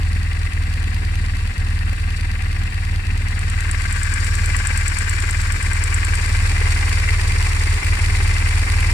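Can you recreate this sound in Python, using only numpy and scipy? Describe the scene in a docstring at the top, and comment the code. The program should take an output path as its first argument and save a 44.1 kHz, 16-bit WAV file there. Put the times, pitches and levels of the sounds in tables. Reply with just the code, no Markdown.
"""A low, quick thumping comes first: an air-cooled flat-twin motorcycle idles, one puff of gas ringing
its exhaust each crank turn, now and then weakly. Pistons and gears strike at fixed points of the
four-stroke cycle and excite the modes of the block; the cam chain rustles and one loose tappet ticks.
The mix shifts as the microphone moves from above the tank to the cylinder head, then to the crankcase."""
import sys
import numpy as np
from scipy import signal
from scipy.fft import rfft, irfft, next_fast_len
from scipy.io import wavfile

SR = 44100
rng = np.random.default_rng(int(sys.argv[2]) if len(sys.argv) > 2 else 0)


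def materialize(psi):
    """Save the field psi as 16-bit PCM at rate SR to the path in sys.argv[1].

    A 1-D psi becomes a single channel; in a 2-D psi each row is a channel.
    """
    bounded = np.clip(np.atleast_2d(psi).T, -1, 1)
    quanta = np.round(bounded * 32767).astype(np.int16)
    wavfile.write(sys.argv[1], SR, quanta)


N = 393813

# microphone path: (time [s], place [0 tank, 1 cylinder head, 2 crankcase], gain from leaning in [dB])
MIC_PATH = [(0, 0.044, -0.8), (3.15, 0.017, 0.3), (3.5, 0.31, 0.6), (3.8, 0.59, 1), (4.1, 0.99, -0.5),
            (4.35, 1.27, -1), (4.62, 1.19, 1), (5.4, 1.17, -1), (6.05, 1.4, -0.2), (6.55, 1.78, .5),
            (7.3, 1.85, 0), (8.93, 1.89, 0.1)]


def firings(cycle, scatter_db, uneven_db):
    """Pulse-train excitation: one puff of exhaust a crank turn, the two cylinders taking turns."""
    # weak firings: (time [s], level change [dB])
    misfires = [(.489, -8), (1.532, -12), (1.953, -4), (2.162, -1.5), (2.374, -2), (2.695, -6.5),
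                (3.019, -10), (4.624, -1.5), (4.939, -4), (5.046, -3.5), (5.58, -6), (7.799, -11),
                (7.959, -5), (8.653, -4)]
    at = passing(2 * cycle, .592)
    at = np.append(2 * at[0] - at[1], at)  # the engine is already running
    strength, late = rng.standard_normal((len(at), 2)).T
    db = scatter_db * np.tanh(strength) + uneven_db * (-1) ** np.arange(len(at))
    db += sum(weak * (abs(at / SR - s) < .025) for s, weak in misfires)
    puffs = np.zeros(next_fast_len(N + SR // 2))
    puffs[(at + .0003 * SR * late).astype(int)] = amp(db)
    return puffs


def exhaust(puffs, cutoff_hz, damping, box_lag_s, echo_s):
    """Resonance: puffs ring the pipe, then the silencer box; a weak echo follows and only lows get out."""
    pipe = lambda f: resonance(f, hz=93, width_hz=19) ** 2
    box = lambda f: amp(-32) * resonance(f, hz=37.4, width_hz=43) * delay(f, box_lag_s)
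    low_pass = lambda f: (1 - (f / cutoff_hz) ** 2 + 1j * damping * f / cutoff_hz) ** -2
    echo = lambda f: 1 + amp(-9) * delay(f, echo_s)
    return unit(filtered(puffs, lambda f: (pipe(f) - box(f)) * low_pass(f) * echo(f)))


def burble(puffs):
    """Damped resonance: the puffs also ring a broad, higher mode of the pipe."""
    return unit(filtered(puffs, lambda f: resonance(f, hz=151.6, width_hz=119) ** 3))


def clatter(cycle):
    """Impact excitation: showers of metal contacts ring several parts of the block, over rubbing noise."""
    # spectra at tank, head and crankcase, each (frequency [Hz], relative level [dB])
    colours = [
        [(400, -48), (620, -21), (750, -12.5), (860, -13.5), (960, -6.5), (1150, -7.5), (1380, -4.5),
         (1850, 0.5), (2300, -3.5), (2750, -6.5), (3200, -13), (4500, -48)],
        [(400, -31), (620, -22), (900, -12.5), (1150, -8), (1380, -8.5), (1620, -0.5), (1900, -5.5),
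         (2300, -4.5), (2800, -10), (3200, -15), (4500, -57)],
        [(400, -30), (620, -13.5), (950, -1.5), (1280, -2), (1450, -1.5), (2000, 1.5), (2300, 4), (2800, -4.5),
         (3200, -10.5), (4500, -60)],
    ]
    force = contact_force(cycle, column=3, steady_db=-10.5, scatter_db=.86, jitter_cycles=.0015)
    parts = sum(ringing(force * contacts(per_s=650), t60=.019, direct=.41) for _ in range(7))
    rubbing = force * rng.standard_normal((2, N))
    return radiated(unit(parts) + rubbing, colours)


def piston_slap(cycle, clatter_db, usual_db, hard_db, jitter_s):
    """Modal superposition: a piston rocks and slaps its bore, each blow shared anew among the modes."""
    # regular slaps: (phase [cycles], relative level [dB])
    slaps = [(.06, -5), (0.184, -1), (.235, 2), (.56, -3), (.675, 2.5), (0.733, 6)]
    # slaps that stand out: (time [s], relative level [dB])
    hard_slaps = [(.3155, -18.5), (3.7451, -16), (3.8521, -15), (5.717, -16), (6.029, -16), (6.134, -15),
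                  (6.5645, -12), (7.0875, -13), (7.609, -16), (7.867, -14), (8.1505, -14), (8.3658, -13),
                  (8.828, -15)]
    # barrel modes: (frequency [Hz], bandwidth [Hz], gain at tank [dB], head [dB], crankcase [dB])
    barrel = [(1598, 53, -15, -0.5, -12), (1770, 90, -7, -9, -4.5), (1927, 96, 1, -13, 0),
              (2093, 75, 3, 2.5, 0.5), (2280, 67, -9, -0.5, -4.5), (2410, 150, -11, -28, -10),
              (2677, 58, -3, -16, -6.5)]
    hard_s, hard_levels = np.transpose(hard_slaps)
    times, levels = [hard_s * SR], [hard_levels + hard_db]
    for phase, db in slaps:
        at = passing(cycle, phase)
        strength, late = rng.standard_normal((len(at), 2)).T
        usual = abs(at[:, None] / SR - hard_s).min(axis=1) > .012  # a hard slap takes a usual one's turn
        times.append((at + jitter_s * SR * late)[usual])
        levels.append((clatter_db[at.astype(int)] + usual_db + db + np.tanh(strength))[usual])
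    at, size = np.concatenate(times), amp(np.concatenate(levels))
    place = np.interp(at, np.arange(N), curves(MIC_PATH)[0])
    t = np.arange(SR // 20) / SR
    attack = 1 - np.exp(-t / .00035)
    ring = 0
    for hz, width, *dbs in barrel:
        mode = np.sin(2 * np.pi * hz * t) * np.exp(-np.pi * width * t) * attack
        share, late = rng.random((len(at), 2)).T
        gain = amp(np.interp(place, np.arange(len(dbs)), dbs))
        blows = impulses(at + late * SR / hz, size * gain * (.5 + share))
        ring = ring + signal.oaconvolve(blows, mode)[:N]
    return (ring + amp(-2.5) * ringing(ring, t60=.02, direct=0)) * pan(left_db=7)


def cam_chain(cycle):
    """Impact and friction noise: the cam chain and gears rustle, harder under load."""
    # spectra at tank, head and crankcase, each (frequency [Hz], relative level [dB])
    colours = [
        [(2400, -30), (3300, 0), (3900, 2), (4700, 1), (5500, -4), (6400, -7), (7400, -4.5), (9100, -2),
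         (10200, -16.5), (12000, -16.5), (13500, -24), (15000, -22)],
        [(2400, -32), (3300, -3), (4700, -1), (5500, -1.5), (6400, -6), (7400, 0), (9100, -2), (10200, -16),
         (12000, -16), (13500, -23), (15000, -20)],
        [(2400, -35), (3300, -1), (4700, 0), (5500, -1), (6400, -4.5), (7400, -2.5), (9300, -1), (10200, -13),
         (12000, -17), (13500, -23), (15000, -20)],
    ]
    force = contact_force(cycle, column=4, steady_db=3, scatter_db=3, jitter_cycles=.012)
    links = sum(ringing(force * contacts(per_s=1200), t60=.018, direct=.26) for _ in range(3))
    hiss = amp(-5) * force * rng.standard_normal((2, N))
    return radiated(unit(links) + hiss, colours)


def crankcase_thud(cycle, apart_hz):
    """Spatial coherence: the long waves of dull blows reach both sides alike, short ones do not."""
    # spectra at tank, head and crankcase, each (frequency [Hz], relative level [dB])
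    colours = [
        [(100, -7), (140, -1), (170, -6), (205, -5.5), (260, -11), (320, -14.5), (400, -21), (520, -22),
         (680, -33), (1000, -47)],
        [(100, -11), (140, 1.5), (170, -12.5), (205, -5), (260, -11), (320, -12.5), (400, -17), (520, -19),
         (680, -28), (1000, -54)],
        [(100, -34), (140, 3), (170, -12.5), (205, -15), (260, -9.5), (320, -14.5), (400, -11.5), (520, -17),
         (680, -22), (1000, -72)],
    ]
    common = rng.standard_normal(N)
    apart = filtered(rng.standard_normal((2, N)), lambda f: np.minimum((f / apart_hz) ** 2, 1))
    force = contact_force(cycle, column=2, steady_db=-1, scatter_db=-2.5, jitter_cycles=.0057)
    return radiated((common + apart) * force, colours)


def tappet(cycle, colour, phase, snap_s, grit_db, lead_db, bounce_db, ring_db, scatter_db, left_db):
    """Impact and rebound: once a cycle the rocker touches, snaps the valve gap shut and bounces."""
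    at = passing(cycle, phase)
    strength, late, rebound, gap = rng.standard_normal((len(at), 4)).T
    at = at + .00021 * SR * late
    size = amp(scatter_db * strength)
    flight = SR * .002015 * (1 + .012 * gap)  # about 2 ms between clicks
    touch = impulses(at - flight, size * amp(lead_db))
    bounce = impulses(at + flight, size * amp(bounce_db + rebound))
    blows = touch + impulses(at, size) + bounce
    decay = signal.lfilter([1], [1, -np.exp(-1 / (snap_s * SR))], blows)
    grit = decay * rng.standard_normal((2, N))
    crack = unit(blows) + amp(grit_db) * unit(grit)
    crack = crack + amp(ring_db) * ringing(crack, t60=.032, direct=0)
    return unit(filtered(crack, lambda f: amp(along(colour, f))) * pan(left_db))


def fin_pings(cycle):
    """Free vibration: a stray contact catches a thin fin, which rings on briefly at its own pitch."""
    # thin fins' modes: (frequency [Hz], bandwidth [Hz], relative level [dB])
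    thin_fins = [(4750, 25, -0.5), (5035, 27, -8), (5430, 41, 1)]
    force = contact_force(cycle, column=4, steady_db=-10, scatter_db=.5, jitter_cycles=.0044)
    rings = 0
    for hz, width, db in thin_fins:
        strikes = force * np.sign(contacts(per_s=45))
        rings = rings + amp(db) * unit(filtered(strikes, lambda f: resonance(f, hz, width)))
    return unit(rings) * pan(left_db=2)


def contact_force(cycle, column, steady_db, scatter_db, jitter_cycles):
    """Backlash: each take-up of play is a burst of random strength, added in power to steady rubbing."""
    # knocks: (phase [cycles], spread [cycles], thud level [dB], clatter level [dB], chain level [dB])
    knocks = [(.047, .018, -.5, -14, -24), (.095, 0.022, -10, -6.5, -27), (.18, 0.022, 3, -4.5, 0.5),
              (.24, 0.031, -5, -7.5, 3.5), (.33, 0.019, -5, -10.5, -15), (.555, 0.028, -10, -6.5, 2),
              (.683, 0.027, 5, -7, 1.5), (.74, 0.034, -15, -7, 0.5), (.85, 0.039, -4.5, -14, -14),
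              (.965, 0.043, -40, -31, 3)]
    power = np.full(N, amp(steady_db) ** 2)
    for knock in knocks:
        phase, spread = knock[:2]
        turn = cycle - phase + 1
        index = np.round(turn).astype(int)
        strength, late = rng.standard_normal((index[-1] + 1, 2)).T
        offset = (turn - index - jitter_cycles * late[index]) / spread
        power += (amp(knock[column] + scatter_db * strength) ** 2)[index] * np.exp(-offset ** 2 / 2)
    return np.sqrt(power)


def contacts(per_s):
    """Shot noise: tiny random impacts, of rms 1."""
    return unit(rng.standard_normal(N) * (rng.random(N) < per_s / SR))


def ringing(x, t60, direct):
    """Modal overlap: a casting's dense modes ring as decaying noise, heard by two paths."""
    t = np.arange(SR // 10) / SR
    tail = rng.standard_normal((2, len(t))) * amp(-60 * t / t60)
    tail /= np.linalg.norm(tail, axis=1, keepdims=True)
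    tail[:, 0] += direct
    return signal.fftconvolve(np.atleast_2d(x), tail, axes=1)[:, :N]


def radiated(x, colours):
    """Directivity: spectrum, fin resonances and stereo balance change with the microphone's place."""
    # block and fin modes: (frequency [Hz], bandwidth [Hz], gain at tank [dB], head [dB], crankcase [dB])
    modes = [(758, 48, 6, -11, -1), (1160.5, 17, 6, 4, 0), (1573, 40, -8, -4, -14),
             (2070, 66, -21, -4, 0.5), (2645, 36, 2, -19, -6), (6930, 78, -12, -1, -10),
             (7430, 46, -21, -20, -14), (9200, 70, -6, -12, -4)]
    # balance at tank, head and crankcase, each (frequency [Hz], left minus right [dB])
    balances = [
        [(250, -3), (700, 11), (1300, 0), (2400, 9), (4400, 1.5), (8000, -2)],
        [(250, -1.5), (700, 11.5), (1300, 9.5), (2400, 12), (4400, 4), (8000, 6)],
        [(400, -1.5), (700, 5.5), (1300, 0.5), (2400, 2.5), (4400, 2.5), (8000, -3)],
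    ]
    place = curves(MIC_PATH)[0]
    out = 0
    for index, (colour, balance) in enumerate(zip(colours, balances)):
        fins = lambda f: 1 + sum(amp(dbs[index]) * resonance(f, hz, width) for hz, width, *dbs in modes)
        sides = lambda f: amp(along(colour, f) + np.outer([.5, -.5], along(balance, f)))
        nearness = np.clip(1 - abs(place - index), 0, 1)
        out = out + nearness * unit(filtered(x, lambda f: fins(f) * sides(f)))
    return out


def level_db(places_db, lean=0):
    """Proximity: a source's level fades from place to place and gains as the microphone leans in."""
    place, closer_db = curves(MIC_PATH)
    return 20 * np.log10(np.interp(place, np.arange(len(places_db)), amp(places_db))) + lean * closer_db


def passing(cycle, phase):
    """Periodicity: sample numbers at which a shaft passes a phase of its turn."""
    return np.interp(np.arange(np.floor(cycle[-1] - phase) + 1) + phase, cycle, np.arange(N))


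def impulses(at, size):
    """Ideal blows at the given sample numbers."""
    return np.bincount(np.clip(at, 0, N - 1).astype(int), size, N)


def resonance(f, hz, width_hz):
    """Response of a damped harmonic oscillator."""
    return 1j * f * width_hz / (hz * hz - f * f + 1j * f * width_hz)


def delay(f, seconds):
    """Linear phase of a pure delay."""
    return np.exp(-2j * np.pi * f * seconds)


def filtered(x, response):
    """Linear filtering: the spectrum of x times a frequency response."""
    size = next_fast_len(N + SR // 2)
    return irfft(rfft(x, size) * response(np.fft.rfftfreq(size, 1 / SR)), size)[..., :N]


def along(points, hz):
    """Interpolation of (frequency [Hz], value) points on a log axis."""
    f, v = np.transpose(points)
    return np.interp(np.log(hz + 1), np.log(f + 1), v)


def curves(rows):
    """Interpolation of each column after the time to one value a sample."""
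    s, *cols = np.transpose(rows)
    return [np.interp(np.arange(N) / SR, s, c) for c in cols]


def pan(left_db):
    """Level panning: the left leads the right by left_db."""
    return amp([[left_db / 2], [-left_db / 2]])


def amp(db):
    """Decibels to gain."""
    return 10 ** (np.asarray(db) / 20)


def unit(x):
    """Normalisation: the mean of the channels gets rms 1."""
    return x / np.sqrt(np.mean(np.atleast_2d(x).mean(axis=0) ** 2) + 1e-20)


def scene():
    """Superposition of sources locked to one camshaft, which turns at half the crank speed."""
    # the hunting idle: (time [s], crank speed [turns/s])
    idle = [(0.0, 20.592), (0.3, 19.758), (0.78, 19.524), (1.19, 18.73), (1.96, 19.152), (2.98, 18.371),
            (3.69, 18.799), (4.46, 18.694), (4.76, 19.3), (5.0, 18.521), (5.95, 19.122), (6.37, 18.598),
            (6.85, 19.338), (7.14, 18.523), (7.68, 19.225), (8.04, 18.479), (8.63, 19.01), (8.93, 18.497)]
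    # the tappet's spectra through rocker cover and pushrod: (frequency [Hz], relative level [dB])
    cover_colour = [(3000, -55), (5500, -9), (6800, -7), (7500, 9), (8050, 5), (8900, 6.5), (10000, -33),
                    (11500, -13), (13000, -32), (15000, -14)]
    pushrod_colour = [(800, -1), (1900, 9.5), (3000, 11.5), (3800, 1.5), (4750, 9.5), (5600, -1.5),
                      (6500, 3.5), (7600, -14), (9000, 8.5), (10300, -7.5), (11500, -3), (13500, -18),
                      (15000, -10)]
    # the rocker cover's bright tick along the path: (time [s], level [dB])
    tick_levels = [(2.9, -63), (3.28, -49), (3.39, -41.5), (3.7, -37.5), (3.82, -43), (3.93, -36.5),
                   (4.14, -36.5), (4.35, -40.5), (4.57, -35), (5.08, -34.3), (5.2, -38), (5.72, -37.5),
                   (5.94, -34), (6.2, -42), (6.45, -50), (8.93, -47)]
    # each source's base level: (at tank [dB], at cylinder head [dB], at crankcase [dB])
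    exhaust_levels = (-19, -19, -15.5)
    burble_levels = (-42, -43.5, -41.5)
    thud_levels = (-37, -39.5, -37)
    clatter_levels = (-36.5, -30, -29.5)
    chain_levels = (-44.5, -36.5, -35)
    fin_levels = (-57, -45, -43)
    clack_levels = (-46.5, -53, -40.5)
    cycle = (.0337 + np.cumsum(curves(idle)[0]) / SR) / 2  # camshaft turns
    clatter_db = level_db(clatter_levels, lean=.9)
    puffs = firings(cycle, scatter_db=1.24, uneven_db=.16)
    thump = exhaust(puffs, cutoff_hz=44.3, damping=.75, box_lag_s=.025, echo_s=.0369)
    tick = tappet(cycle, cover_colour, phase=.356, snap_s=.0006, grit_db=-6, lead_db=-13,
                  bounce_db=-4.5, ring_db=-6, scatter_db=.9, left_db=5)
    clack = tappet(cycle, pushrod_colour, phase=.354, snap_s=.001, grit_db=-2, lead_db=-14,
                   bounce_db=-3, ring_db=-7, scatter_db=1, left_db=1)
    out = amp(level_db(exhaust_levels)) * thump * pan(left_db=-.3)
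    out += amp(level_db(burble_levels)) * burble(puffs)
    out += amp(level_db(thud_levels)) * crankcase_thud(cycle, apart_hz=417)
    out += amp(clatter_db) * clatter(cycle)
    out += piston_slap(cycle, clatter_db, usual_db=-.5, hard_db=-5.5, jitter_s=.0008)
    out += amp(level_db(chain_levels, lean=.3)) * cam_chain(cycle)
    out += amp(level_db(fin_levels, lean=.5)) * fin_pings(cycle)
    out += amp(curves(tick_levels)[0]) * tick
    out += amp(level_db(clack_levels, lean=1)) * clack
    return out


def record(dry):
    """Arrival time and band limiting: the left hears first; deepest bass and highest treble are lost."""
    left_lead_s, bottom_hz, top_hz = .000504, 20, 15250
    spaced = filtered(dry, lambda f: delay(f, left_lead_s * np.array([[-.5], [.5]])))
    band = lambda f: 1 / (1 + (f / top_hz) ** 160) / np.sqrt(1 + (bottom_hz / (f + 1)) ** 8)
    return filtered(spaced, band)


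dry = scene()
out = record(dry)
materialize(out)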